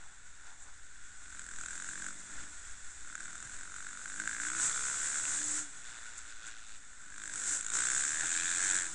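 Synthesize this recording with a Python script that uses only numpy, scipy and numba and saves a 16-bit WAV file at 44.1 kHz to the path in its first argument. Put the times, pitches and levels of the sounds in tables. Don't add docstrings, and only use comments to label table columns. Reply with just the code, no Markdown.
import sys
import numpy as np
from scipy import signal
from scipy.fft import rfft, irfft
from scipy.io import wavfile
from scipy.ndimage import uniform_filter1d
from numba import njit

SR = 44100
rng = np.random.default_rng(int(sys.argv[2]) if len(sys.argv) > 2 else 0)


def transcribe(signal):
    frames = np.atleast_2d(signal).T
    limited = np.clip(frames, -1, 1)
    pcm = np.round(limited * 32767).astype(np.int16)
    wavfile.write(sys.argv[1], SR, pcm)


def volts(x):
    e = np.asarray(x, float) / 20
    return 10 ** e


N = 394630
TIME = np.arange(N) / SR

# (frequency [Hz], level [dB])
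CASE_TONE = [(470, -55.5), (800, -15.5), (1250, -8), (1450, 1.5), (2400, -15), (3080, -18), (3550, -17.5),
             (4680, -20), (6080, -8), (6860, -0.5), (7660, 2.5), (8550, -4.5), (11000, -27.5), (14300, -17),
             (22000, -120)]
# (frequency [Hz], level [dB])
FRAME_TONE = [(60, 1.5), (100, 3), (230, -8), (300, 0.5), (360, -8), (600, -8), (850, -6.5), (1000, -1.5),
              (1300, -29.5)]
# (frequency [Hz], level [dB])
SHAKE_TONE = [(2, -2), (6, 4.5), (14, -7), (24, -14), (45, -17.5), (60, -15), (80, -23.5), (200, -63.5)]
# (time [s], length [s], shake of the case [dB], tyre noise [dB])
RUTS = [(0.0, 0.033, -5, 3), (0.472, 0.026, -1, 3), (0.678, 0.02, 3.5, 2.5), (1.543, 0.27, 3.5, 0),
        (2.394, 0.051, 8.5, 4), (2.746, 0.17, 6, 0.5), (3.077, 0.19, 1.5, 0.5), (3.299, 0.028, 1, 2),
        (3.5, .1, 6, 1.5), (4.643, .05, 1, 4.5), (4.98, .06, 2, 0), (5.32, 0.037, -1, 2),
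        (5.743, 0.077, -3.5, 1), (5.94, 0.034, -2, 2), (6.146, 0.055, -0.5, 2.5), (6.3, .03, 0, 1.5),
        (6.477, .04, -2, 4.5), (7.75, 0.034, -3, 3.5), (7.966, .04, 1, 1.5), (8.24, .03, 5, 4),
        (8.703, 0.11, 2, 3.5)]
BUFFET_DB, BUFFET_DB_PER_S = -54, -0.2

# (time [s], level [dB], length [s])
FAR_SWELLS = [
    (.05, -68.5, 0.093),
    (0.494, -66, .07),
    (0.675, -66, 0.042),
    (5.98, -68.5, 0.13),
    (6.68, -73, 0.11),
]
FAR_HZ, FAR_LO_HZ, FAR_HI_HZ = 88.3, 700, 1200
# (time [s], peak level [dB], ringing frequency [Hz])
KNOCKS = [
    (1.221, -48, 1210),
    (2.348, -57, 100),
    (3.451, -50, 120),
    (5.254, -29, 2636),
    (8.234, -39, 807),
]
# (time [s], peak level [dB], length [s])
DIRT_HITS = [
    (0.628, -54.5, 0.021),
    (2.9, -55, .04),
    (4.642, -32, 0.042),
    (6.158, -55, .002),
    (6.182, -41.5, 0.0066),
    (6.475, -47.5, 0.015),
    (6.708, -57.5, 0.055),
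    (7.751, -35, .02),
    (7.967, -35, .03),
    (8.747, -27.5, 0.0022),
]

# (time [s], firing rate [Hz], drone level [dB])
OWN_ENGINE = [(0, 40.9, -69), (2.0, 46.8, -73), (2.3, 49.9, -78), (2.8, 48.6, -69), (3.5, 51.2, -83),
              (4.3, 65.8, -61.5), (4.59, 81.8, -56), (4.62, 58, -66), (4.8, 58.5, -91),
              (5.42, 74.34, -59.5), (5.63, 74.7, -57.5), (5.8, 60.98, -81), (6.1, 56.3, -72),
              (7.3, 53.6, -72), (7.56, 69, -66), (7.63, 52.1, -89), (8.3, 76.2, -62), (8.95, 82.4, -62.5)]
# (time [s], intake hiss level [dB])
OWN_THROTTLE = [(0, -60.5), (1.0, -60), (1.85, -47), (2.08, -47), (2.13, -50), (2.99, -55), (3.3, -51.5),
                (3.95, -51), (4.55, -40), (4.63, -38.5), (5.59, -36), (5.66, -51), (6.75, -59.5),
                (7.15, -56.5), (7.5, -34.5), (8.2, -38.5), (8.74, -36.5), (8.95, -45.5)]
CUT_S, CUT_LENGTH_S, CUT_DB = 7.665, 0.074, -13.5
LOAD_DB = -50
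ROAR_DB, ROAR_FOLLOWS = -53, 0.52
RUMBLE_DB, RUMBLE_FOLLOWS, RUT_RUMBLE = -67, 0.61, 1.4
WHINE_DB, WHINE_FOLLOWS, WHINE_HZ, WHINE_WIDTH_HZ = -76, 0.98, 470, 35
DRONE_WANDER_DB = 2.2
# (start [s], end [s], share at start [0-1], share at end [0-1])
RATTLES = [
    (4.69, 5.3, 0, 0),
    (5.82, 6.3, 0.41, .15),
    (6.287, 6.773, 0.35, 0.59),
    (7.79, 8.305, .3, 0),
]
RATTLE_IDLE, RATTLE_ROAR_DB = 0.042, 3.5

# (time [s], bark level [dB], pipe ringing frequency [Hz], how squarely the tailpipe faces the camera [dB])
OTHER_SOUND = [
    [(1.25, -59, 1510, 2), (1.37, -57, 1530, 4), (1.6, -50, 1570, 4), (1.9, -49, 1560, 1.5),
     (2.12, -47, 1530, -3)],
    [(3.04, -58, 1527, -1), (3.22, -51, 1550, 1.5), (3.55, -56, 1560, 4), (3.72, -51, 1530, -5),
     (4.1, -52, 1550, -1.5), (4.4, -41, 1560, -10), (4.7, -43.5, 1464, -0.5), (5.28, -45.5, 1600, -8),
     (5.44, -53, 1720, 9)],
    [(7.0, -66, 1480, -1), (7.2, -49, 1560, 1), (7.6, -54.5, 1560, 12.5), (7.78, -39.5, 1480, 1),
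     (8.19, -44.5, 1694, -1), (8.3, -46.5, 1620, 6), (8.42, -43, 1652, 2), (8.82, -43.5, 1748, 1),
     (8.94, -69, 1622, 0)],
]
# (time [s], firing rate [Hz])
OTHER_REVS = [
    [(1.237, 47.78), (1.297, 44.61), (1.597, 39.9), (1.817, 44.95), (1.917, 44.73), (2.12, 47.65)],
    [(3.022, 39.43), (3.102, 37.6), (3.822, 47.84), (4.062, 47.14), (4.522, 61.82), (4.742, 61.59),
     (4.862, 66.77), (5.322, 74.95), (5.44, 69.68)],
    [(6.996, 45.5), (7.216, 53.64), (7.296, 48.87), (7.656, 54.26), (7.956, 65.59), (8.256, 83.92),
     (8.576, 87.99), (8.656, 96.33), (8.94, 83.15)],
]
# (time [s], level against their neighbours [dB])
POPS = [(1.392, 4.7), (1.866, -17), (1.888, 2), (1.955, 2.5), (1.999, -4), (2.063, 2.5), (3.152, 6.5),
        (3.204, 5.3), (3.23, -5.8), (3.402, 1), (3.424, 4), (3.518, 0), (3.972, 2), (4.036, -20),
        (4.057, 8.5), (4.078, 4), (4.099, 5), (4.2, 8), (4.275, 7.5), (4.382, -4), (4.435, 1.5), (5.183, 1),
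        (5.223, -15), (7.199, -2.5), (8.208, 5), (8.864, 5.3)]
# (time [s], level [dB], length [s])
BOOMS = [
    (2.02, 7, 0.1),
    (2.4, 4.5, .12),
    (3.15, 0, 0.092),
    (4.22, 13, 0.044),
    (4.57, 0, .04),
    (7.25, 0.5, 0.19),
    (7.86, 3, 0.045),
]
COAST_END_S, COAST_END_HZ = 2.54, 51.5
CRUISE_HZ = 45
RASP_DB, RASP_DB_PER_HZ, CRACK_DB, CRACK_DB_PER_HZ = -13, 0.228, -4, 0.2188
PIPE_WANDER_HZ, GAS_WANDER_DB = 40, 1.5
THUMP_DB, THUMP_FOLLOWS, THUMP_FADE_DB_PER_HZ = -70, 0.45, 0.26


def unit(x):
    return x / np.sqrt(np.mean(x ** 2))


def noise():
    return rng.standard_normal(N)


def curves(rows):
    s, *columns = np.transpose(rows)
    return [np.interp(TIME, s, c) for c in columns]


def bumps(rows):
    return sum(height * np.exp(-.5 * ((TIME - s) / length) ** 2) for s, height, length in rows)


def loudness_bumps(rows):
    return bumps([(s, volts(db), length) for s, db, length in rows])


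def ruts(axis):
    return bumps(np.array(RUTS)[:, [0, axis, 1]])


def walk(rate):
    k = int(SR / rate)
    steps = np.repeat(rng.standard_normal(N // k + 1), k)
    smooth = uniform_filter1d(uniform_filter1d(steps, k), k)
    return unit(smooth[:N])


def colour(x, points):
    size = 2 ** 15
    hz, db = np.transpose(points)
    bins_hz = np.fft.rfftfreq(size, 1 / SR) + 1
    gain = volts(np.interp(np.log(bins_hz), np.log(hz), db))
    cep = irfft(np.log(gain), size)
    cep[1:size // 2] *= 2
    cep[size // 2 + 1:] = 0
    response = irfft(np.exp(rfft(cep)), size)
    return signal.fftconvolve(x, response)[:N]


def band(x, lo_hz, hi_hz):
    return signal.sosfilt(signal.butter(2, [lo_hz, hi_hz], "bandpass", fs=SR, output="sos"), x)


@njit
def ring(x, hz, width):
    y, b, l = np.empty(len(x)), 0., 0.
    for i in range(len(x)):
        g, k = np.tan(np.pi * hz[i] / SR), width / hz[i]
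        v = (b + g * (x[i] - l)) / (1 + g * (g + k))
        b, l, y[i] = 2 * v - b, l + 2 * g * v, k * v
    return y


def steady_ring(x, hz, width):
    return ring(x, np.full(N, float(hz)), float(width))


def firings(turns, hz, jitter, scatter_db):
    at = np.flatnonzero(np.diff(np.floor(turns)) > 0)
    chance = rng.standard_normal((2000, 2))[:len(at)]
    at = np.clip(at + (jitter * chance[:, 0] * SR / hz[at]).astype(int), 0, N - 1)
    size_db = scatter_db * 45 / np.maximum(hz[at], 45) * chance[:, 1]
    out = np.zeros(N)
    out[at] = volts(size_db) * np.sqrt(SR / hz[at])
    return out


def puff(pulses, rise_s, fall_s):
    t = np.arange(2048) / SR
    return signal.fftconvolve(pulses, (1 - np.exp(-t / rise_s)) * np.exp(-t / fall_s))[:N]


def buffet():
    level_db = BUFFET_DB + BUFFET_DB_PER_S * TIME + ruts(axis=2)
    return volts(level_db) * unit(colour(noise(), SHAKE_TONE))


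def far_bike():
    hz = FAR_HZ * (1 + .05 * walk(3))
    pulses = firings(np.cumsum(hz / SR), hz, jitter=.03, scatter_db=4.0)
    buzz = unit(band(unit(pulses) + noise(), FAR_LO_HZ, FAR_HI_HZ))
    return loudness_bumps(FAR_SWELLS) * buzz


def knocks():
    out = np.zeros(N)
    for s, db, hz in KNOCKS:
        t = np.maximum(TIME - s, 0)
        out += volts(db) * np.exp(-t * hz / 2.0) * np.sin(2 * np.pi * hz * t)
    return out


def spray():
    grit = noise() * volts(3.1 * walk(900))
    return loudness_bumps(DIRT_HITS) * unit(band(colour(grit, CASE_TONE), 4900, 14500))


def own_drone(cycle):
    # (order, level [dB])
    levels = [(1, -18), (2, -2.5), (3, -8.5), (4, -3.0), (5, -15), (6, -19.5), (10, -15.5), (12, -17), (14, -19)]
    orders = sum(volts(db + DRONE_WANDER_DB * walk(5)) * np.sin(k * cycle) for k, db in levels)
    return .5 * orders + 1.5 * steady_ring(orders, 303, 45)


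def intake_hiss(flutter):
    rush = unit(band(colour(noise(), CASE_TONE), 3630, 11700))
    return rush * flutter * volts(0.79 * walk(400))


def roar_and_valves(cycle, hz, clatter, flutter):
    ticking = firings(cycle / np.pi, 2 * hz, jitter=.015, scatter_db=2.5)
    ticks = unit(puff(ticking, rise_s=.0003, fall_s=.0013))
    clatter = np.clip(clatter, 0, 1)
    air = (np.sqrt(1 - clatter) + np.sqrt(clatter) * ticks) * noise()
    low_wall = unit(ring(air, 1470 + 25 * walk(6), 160.))
    high_wall = unit(ring(air, 3470 + 50 * walk(5), 200.))
    walls = low_wall + .3 * high_wall
    rush = unit(unit(band(colour(air, CASE_TONE), 887, 5000)) + .5 * walls) * flutter
    rattle = unit(steady_ring(air, 2500, 620) + steady_ring(air, 3450, 290))
    return rush + 0.86 * clatter ** 2 * rattle


def own_bike():
    hz, drone_db = curves(OWN_ENGINE)
    hiss_db = curves(OWN_THROTTLE)[0] + CUT_DB * np.exp(-((TIME - CUT_S) / CUT_LENGTH_S) ** 4)
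    load = hiss_db - LOAD_DB
    slack = sum(np.interp(TIME, [a, b], [p, q], left=0, right=0) for a, b, p, q in RATTLES)
    clatter = RATTLE_IDLE + uniform_filter1d(slack, size=1500)
    tyres_db = ruts(axis=3)
    roar_db = ROAR_DB + ROAR_FOLLOWS * load + RATTLE_ROAR_DB * clatter + tyres_db
    rumble_db = RUMBLE_DB + RUMBLE_FOLLOWS * load + RUT_RUMBLE * tyres_db
    off_pitch = (8 * hz - WHINE_HZ) / WHINE_WIDTH_HZ
    whine_db = WHINE_DB + WHINE_FOLLOWS * load - 10 * np.log10(1 + off_pitch ** 2)
    cycle = 2 * np.pi * np.cumsum(hz / SR)
    flutter = volts(0.74 * walk(40))
    drone = volts(drone_db) * own_drone(cycle)
    whine = volts(whine_db) * np.sin(8 * cycle)
    hiss = volts(hiss_db) * intake_hiss(flutter)
    roar = volts(roar_db) * roar_and_valves(cycle, hz, clatter, flutter)
    rumble = volts(rumble_db) * unit(band(colour(noise(), FRAME_TONE), 119, 1360))
    return drone + whine + hiss + roar + rumble


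def exhaust_blast(turns, hz, ring_hz, rasp_db, crack_db):
    pulses = firings(turns, hz, jitter=.006, scatter_db=1.6)
    gas = unit(puff(pulses, rise_s=0.0012, fall_s=0.0016) * noise())
    blast = .35 * gas + unit(pulses)
    front = (hz / 90) ** 1.3 * unit(band(blast, 1510, 2180))
    pipe = unit(ring(ring(blast, ring_hz, 260.), .98 * ring_hz, 400.))
    bark = pipe + .75 * front
    rasp = steady_ring(1.5 * gas + blast, 2430, 320) + 1.13 * steady_ring(gas + .5 * blast, 3500, 780)
    crack = band(colour(gas, CASE_TONE), 3230, 10300)
    return unit(bark) + volts(rasp_db) * unit(rasp) + volts(crack_db) * unit(crack)


def pipe_thump(turns, hz):
    even = firings(turns, hz, jitter=.004, scatter_db=1.5)
    low = unit(band(even, 163, 236))
    middle = unit(steady_ring(steady_ring(even, 305, 31), 305, 53))
    high = unit(band(even, 510, 670))
    return low + 0.76 * middle + 0.32 * high


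def other_bike():
    coast = [(COAST_END_S, COAST_END_HZ)]
    hz, = curves(np.concatenate([OTHER_REVS[0], coast, *OTHER_REVS[1:]]))
    bark_db, ring_hz, facing_db = curves(np.concatenate(OTHER_SOUND))
    rise = hz - CRUISE_HZ
    rasp_db = RASP_DB + RASP_DB_PER_HZ * rise + 0.63 * facing_db + GAS_WANDER_DB * walk(9)
    crack_db = CRACK_DB + CRACK_DB_PER_HZ * rise + facing_db + GAS_WANDER_DB * walk(9)
    ring_hz = ring_hz + PIPE_WANDER_HZ * walk(12)
    thump_db = THUMP_DB + THUMP_FOLLOWS * (bark_db - LOAD_DB) - THUMP_FADE_DB_PER_HZ * rise + bumps(BOOMS)
    bark_db = bark_db + sum(db * np.exp(-((TIME - s) / .008) ** 4) for s, db in POPS)
    turns, throttle = np.cumsum(hz / SR), np.zeros(N)
    for burst in OTHER_REVS:
        start, stop = int(burst[0][0] * SR), int(burst[-1][0] * SR)
        turns[start:] -= turns[start]
        throttle[start:stop] = 1
    coasting = (TIME > OTHER_REVS[0][0][0]) & (TIME < COAST_END_S)
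    rolling = uniform_filter1d(np.maximum(throttle, coasting), size=2000)
    throttle = uniform_filter1d(throttle, size=2000)
    blast = exhaust_blast(turns, hz, ring_hz, rasp_db, crack_db)
    thump = pipe_thump(turns, hz)
    return throttle * volts(bark_db) * blast + rolling * volts(thump_db) * thump


def scene():
    return (buffet() + far_bike() + knocks() + spray() + own_bike() + other_bike())[None]


def band_limit(x):
    return signal.sosfilt(signal.butter(12, 11310, fs=SR, output="sos"), x)


def record(dry):
    top_cut = signal.ellip(10, .2, 80, 10900, fs=SR, output="sos")
    offset = -.0041
    mix = signal.sosfilt(top_cut, dry) + offset
    return band_limit(mix)


dry = scene()
out = record(dry)
transcribe(out)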